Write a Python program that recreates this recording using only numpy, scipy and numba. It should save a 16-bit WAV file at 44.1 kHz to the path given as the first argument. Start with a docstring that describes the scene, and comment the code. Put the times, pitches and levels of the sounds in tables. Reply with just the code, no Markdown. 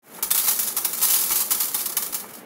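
"""Coins are shaken out of a bag onto a heap of coins in the steel tray of a counting machine, indoors.
After a faint rustle of the bag they land in clumps, each a quick flurry of hits, while loose coins
trickle and slide in between. Every hit clacks, rings a coin and knocks the tray, and heavier clumps
thud the cabinet. The room adds a short echo and a low, steady rumble."""
import sys
import numpy as np
from scipy import signal
from scipy.fft import rfft, irfft
from scipy.io import wavfile
from numba import njit

SR = 44100
rng = np.random.default_rng(int(sys.argv[2]) if len(sys.argv) > 2 else 0)


def wav_out(sig):
    """Save sig, one row per channel (or a flat mono array), as 16-bit PCM at SR to the path in sys.argv[1]."""
    wavfile.write(sys.argv[1], SR, np.round(np.clip(np.atleast_2d(sig).T, -1, 1) * 32767).astype(np.int16))


N = 108045

# Table levels are relative. A ring time (t60) is how long a sound takes to die down by 60 dB.
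# A faint rustle of the bag (first row), then clumps of coins landing:
# t/s, coin level/dB, tray level/dB, time for the flurry to thin to about a third/s
FLURRIES = [(0.1806, -34, -35, 0.0072), (0.2259, -11.5, -29, 0.007), (0.3054, -13.5, -27, 0.0061),
            (0.312, -6, -38, 0.0046), (0.3465, -11, -30, 0.0066), (0.377, -9.5, -33, 0.0066),
            (0.386, -19.5, -45, 0.0053), (0.4694, -13, -27, 0.0063), (0.4823, -7.5, -26.5, 0.0064),
            (0.507, -14, -47, 0.0083), (0.5901, -10, -36, 0.0055), (0.6288, -18, -57, 0.008),
            (0.6718, -14.5, -36, 0.0068), (0.766, -10.5, -27, 0.0067), (0.8458, -9.5, -25.5, 0.0065),
            (0.9297, -16.5, -32.5, 0.0065), (1.0161, -14, -31.5, 0.009), (1.0265, -8.5, -26.5, 0.0063),
            (1.0442, -9, -35, 0.0061), (1.0824, -14.5, -48, 0.0063), (1.1008, -10.5, -46, 0.0078),
            (1.1335, -10.5, -48, 0.0065), (1.1562, -11.5, -32, 0.0054), (1.2103, -14.5, -33, 0.0054),
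            (1.3018, -15.5, -25, 0.0091), (1.3171, -11, -35, 0.0061), (1.3556, -11.5, -40, 0.006),
            (1.4036, -14.5, -31, 0.0054), (1.5058, -11, -23.5, 0.007), (1.5156, -9, -45, 0.0058),
            (1.6023, -11, -29, 0.0071), (1.7439, -11.5, -29, 0.0063), (1.7905, -20.5, -36, 0.0065),
            (1.857, -14, -33, 0.0059), (1.8947, -20.5, -34.5, 0.0058), (1.921, -19, -37, 0.0046),
            (1.9671, -9.5, -23.5, 0.0057), (2.0217, -15.5, -38, 0.0066), (2.062, -23.5, -36, 0.0055),
            (2.1256, -21, -32.5, 0.0079), (2.1428, -14, -34.5, 0.0067), (2.1976, -25, -41, 0.0065),
            (2.2349, -48, -32.5, 0.0061), (2.2885, -35, -45, 0.0079), (2.306, -36, -46, 0.0049),
            (2.3344, -31, -50, 0.0056), (2.3506, -31, -58, 0.0077), (2.384, -37, -47.5, 0.0055)]

def flurries(hits=36, scatter_db=5, gain_db=-7):
    """The bag's rustle and each clump are hits that thin out. 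Gives times, force on coins, on tray."""
    all_hits = []
    for start, coin_db, tray_db, thinning_s in FLURRIES:
        share_done = (np.arange(hits) + rng.random(hits)) / (hits + 1)
        times = start - thinning_s * np.log(1 - share_done)
        force = unit(gain(scatter_db * rng.standard_normal(hits))) * rng.choice([-1, 1], hits)
        force *= np.sqrt(2 * thinning_s * SR) * gain(gain_db)
        all_hits.append([times, force * gain(coin_db), force * gain(tray_db)])
    return np.hstack(all_hits)


# How strongly the loose coins trickle and slide: t/s, level/dB
LOOSE_FLOW = [(0.02,-42.5),(.08,-42.5),(.16,-37.5),(.29,-79),(.36,-19),(.5,-21.5),(.57,-21.5),(.66,-27.5),(.74,-33.5),(.91,-31),(1.0,-24),(1.05,-21.5),(1.15,-16.5),(1.28,-23.5),(1.35,-18.5),(1.43,-21),(1.49,-35.5),(1.55,-21),(1.72,-27),(1.81,-23.5),(1.95,-55),(2.05,-26),(2.1,-34.5),(2.18,-32.5),(2.23,-44.5),(2.39,-49.5),(2.43,-75)]

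def trickle(hits=3600, hits_per_s=800, scatter_db=5, coin_db=-3.5, tray_db=-25.5):
    """Loose coins hit at random moments, harder while more of them flow."""
    times = np.cumsum(rng.exponential(1, hits)) / hits_per_s
    scatter = np.clip(rng.standard_normal(hits), -2, 2)
    force = unit(gain(scatter_db * scatter)) * rng.choice([-1, 1], hits)
    flow_db = np.interp(times, *np.array(LOOSE_FLOW).T)
    force *= np.sqrt(hits * SR / hits_per_s) * gain(flow_db)
    return np.array([times, force * gain(coin_db), force * gain(tray_db)])


# The bright tone of one coin clacking on another: f/Hz, level/dB
CLACK_TONE = [(60,-46),(300,-33),(700,-16),(1500,-13),(2500,-13.5),(3500,-12),(5000,-5.5),(7000,-6),(8500,-6),(10800,1),(12500,-2),(14000,-5),(15600,1)]

def clacks(times, force, groups=8, rattle_t60=0.061, rattle_db=3, gain_db=-4.5):
    """Every hit is a hard clack with a tiny rattle of the coins around it."""
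    clatter = np.zeros(N)
    for k in range(groups):  # each group of hits gets a rattle of its own
        pushes = clicks(times[k::groups], force[k::groups])
        rattle = unit(noise_burst(rattle_t60))
        clatter += pushes + gain(rattle_db) * through(pushes, rattle)
    return gain(gain_db) * through(clatter, tone_filter(CLACK_TONE))


# The pitch ranges in which coins ring: lowest f/Hz, highest f/Hz, level/dB
COIN_PITCHES = [(2919,7600,-4.5),(6823,11500,-2.5),(10500,15000,2.5),(12670,18000,-5.5)]

def jingle(times, force, typical_t60=0.053, spread=0.35, gain_db=-4.5):
    """Every struck coin rings at its own pitches, one picked at random from each range."""
    # Ring times vary by chance: short for a coin lying in the heap, longer for one flying free.
    t60 = typical_t60 * np.exp(spread * np.clip(rng.standard_normal(len(times)), -2, 2))
    decay = np.log(1000) / (t60 * SR)
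    starts = np.maximum(times * SR, 0).astype(int)
    lengths = (t60 * SR).astype(int)
    low, high, db = np.array(COIN_PITCHES).T
    pitches = low + (high - low) * rng.random((len(times), len(low)))
    strength = 2 * np.sqrt(decay) * force * gain(gain_db)
    return sum(add_rings(starts, lengths, hz, decay, strength * share)
               for hz, share in zip(pitches.T, unit(gain(db))))


# The notes of the steel tray with coins lying on it: f/Hz, ring time/s, level/dB
TRAY_NOTES = [(348.6,0.18,-4),(459,0.04,-11),(683,0.095,-9.5),(839,0.062,1),(930,0.031,-0.5),(1012,0.053,-0.5),(1157,0.055,2),(1220,0.024,1.5),(1348,0.038,0),(1403,0.063,-7),(1751,0.071,-5),(1960,0.014,-9),(2200,0.042,-4.5),(2304,0.09,-3.5),(3020,0.047,-8.5)]

def tray(times, force, bass_cut_hz=345, gain_db=1):
    """The steel tray knocks briefly, muffled by the heap on it, and gives off little bass."""
    t = np.arange(SR // 2) / SR
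    knock = np.zeros(len(t))
    for k, (hz, t60, db) in enumerate(TRAY_NOTES):
        note = unit(fade(t60) * np.sin(2 * np.pi * hz * t))
        knock += (-1) ** k * gain(db) * note  # every other note starts by swinging the opposite way
    knock = signal.sosfilt(signal.butter(2, bass_cut_hz, "high", fs=SR, output="sos"), knock)
    return gain(gain_db) * through(clicks(times, force), unit(knock))


# Heavier clumps shaking the cabinet: t/s, level/dB
HEAVY_LANDINGS = [(0.249, -46), (0.299, -56), (0.589, -61), (0.839, -59), (0.919, -55), (1.306, -39),
                  (1.594, -72), (1.739, -50), (1.966, -52), (2.095, -48)]

def cabinet(cutoff_hz=55, t60=0.089, gain_db=-5):
    """The machine's cabinet gives a dull thud under the heavier clumps."""
    times, db = np.array(HEAVY_LANDINGS).T
    thud = signal.sosfilt(signal.butter(2, cutoff_hz, fs=SR, output="sos"), noise_burst(t60))
    return through(clicks(times, gain(db + gain_db)), thud / np.abs(thud).max())


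def room(sound, t60=0.26, delay_s=0.017, echo_db=-8.5):
    """Sound bounces off the machine front and the walls, adding a short, blurred echo."""
    build_up = np.clip(np.arange(SR // 2) / SR / delay_s - 0.5, 0, 1)
    echo = unit(build_up * noise_burst(t60))
    return sound + gain(echo_db) * through(sound, echo)


# The tone of the hall's steady background: f/Hz, level/dB
RUMBLE_TONE = [(25,-48),(60,-37),(95,-17.5),(140,-8),(207,0),(300,-4.5),(420,-1.5),(560,-5.5),(978,-8.5),(1350,-9.5),(2240,-13.5),(5000,-32),(12800,-57),(15500,-50)]

def hall_rumble(gain_db=-44.5):
    """A low, steady noise fills the hall."""
    return gain(gain_db) * through(rng.standard_normal(N), tone_filter(RUMBLE_TONE))


def gain(db):
    """Turn decibels into a number to multiply by."""
    return 10 ** (np.asarray(db) / 20)


def unit(x):
    """Scale to an energy of 1."""
    return x / np.sqrt(np.sum(x ** 2) + 1e-18)


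def through(sound, response):
    """Play a sound through something that answers a single click with this response."""
    return signal.fftconvolve(sound, response)[:N]


def fade(t60):
    """Half a second of a curve that falls by 60 dB every t60 seconds."""
    return np.exp(-np.log(1000) * np.arange(SR // 2) / SR / t60)


def noise_burst(t60):
    """A puff of noise that dies away."""
    return fade(t60) * rng.standard_normal(SR // 2)


def clicks(times, force):
    """Pushes one sample long at the given times."""
    return np.bincount(np.maximum(times * SR, 0).astype(int), force, N)[:N]


def tone_filter(points, size=4096):
    """A short response of energy 1 whose tone follows the (f/Hz, level/dB) points."""
    hz, db = np.array(points).T
    grid_hz = np.maximum(np.arange(size // 2 + 1) * SR / size, 1)
    curve_db = np.interp(np.log(grid_hz), np.log(hz), db)
    # These steps keep the tone but pack the energy at the start, so clicks stay sharp.
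    folded = irfft(np.log(gain(curve_db)))
    folded[1:size // 2] *= 2
    folded[size // 2 + 1:] = 0
    return unit(irfft(np.exp(rfft(folded))))


@njit
def add_rings(starts, lengths, hz, decay, strength):
    """Add up pure tones that die away. Starts and lengths are in samples; decay is per sample."""
    sound = np.zeros(N)
    for k in range(len(starts)):
        swing = strength[k] + 0j
        step = np.exp(-decay[k] + 2j * np.pi * hz[k] / SR)  # shrinks and turns the swing a little
        for i in range(starts[k], min(starts[k] + lengths[k], N)):
            swing *= step
            sound[i] += swing.imag
    return sound


def scene():
    """The bag rustles, then coins strike the heap and the tray, amid the room's echo and rumble."""
    times, on_coins, on_tray = np.hstack([trickle(), flurries()])
    pour = clacks(times, on_coins) + jingle(times, on_coins) + tray(times, on_tray) + cabinet()
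    return (room(pour) + hall_rumble())[None]


def record(dry):
    """The sound fades in and its very highest treble is cut."""
    fade_in_s, top_hz = (0.02, 0.14), 15650
    opening = np.interp(np.arange(N) / SR, fade_in_s, [0, 1])
    treble_cut = signal.ellip(12, 0.2, 80, top_hz, fs=SR, output="sos")
    return signal.sosfilt(treble_cut, dry * opening)


dry = scene()
out = record(dry)
wav_out(out)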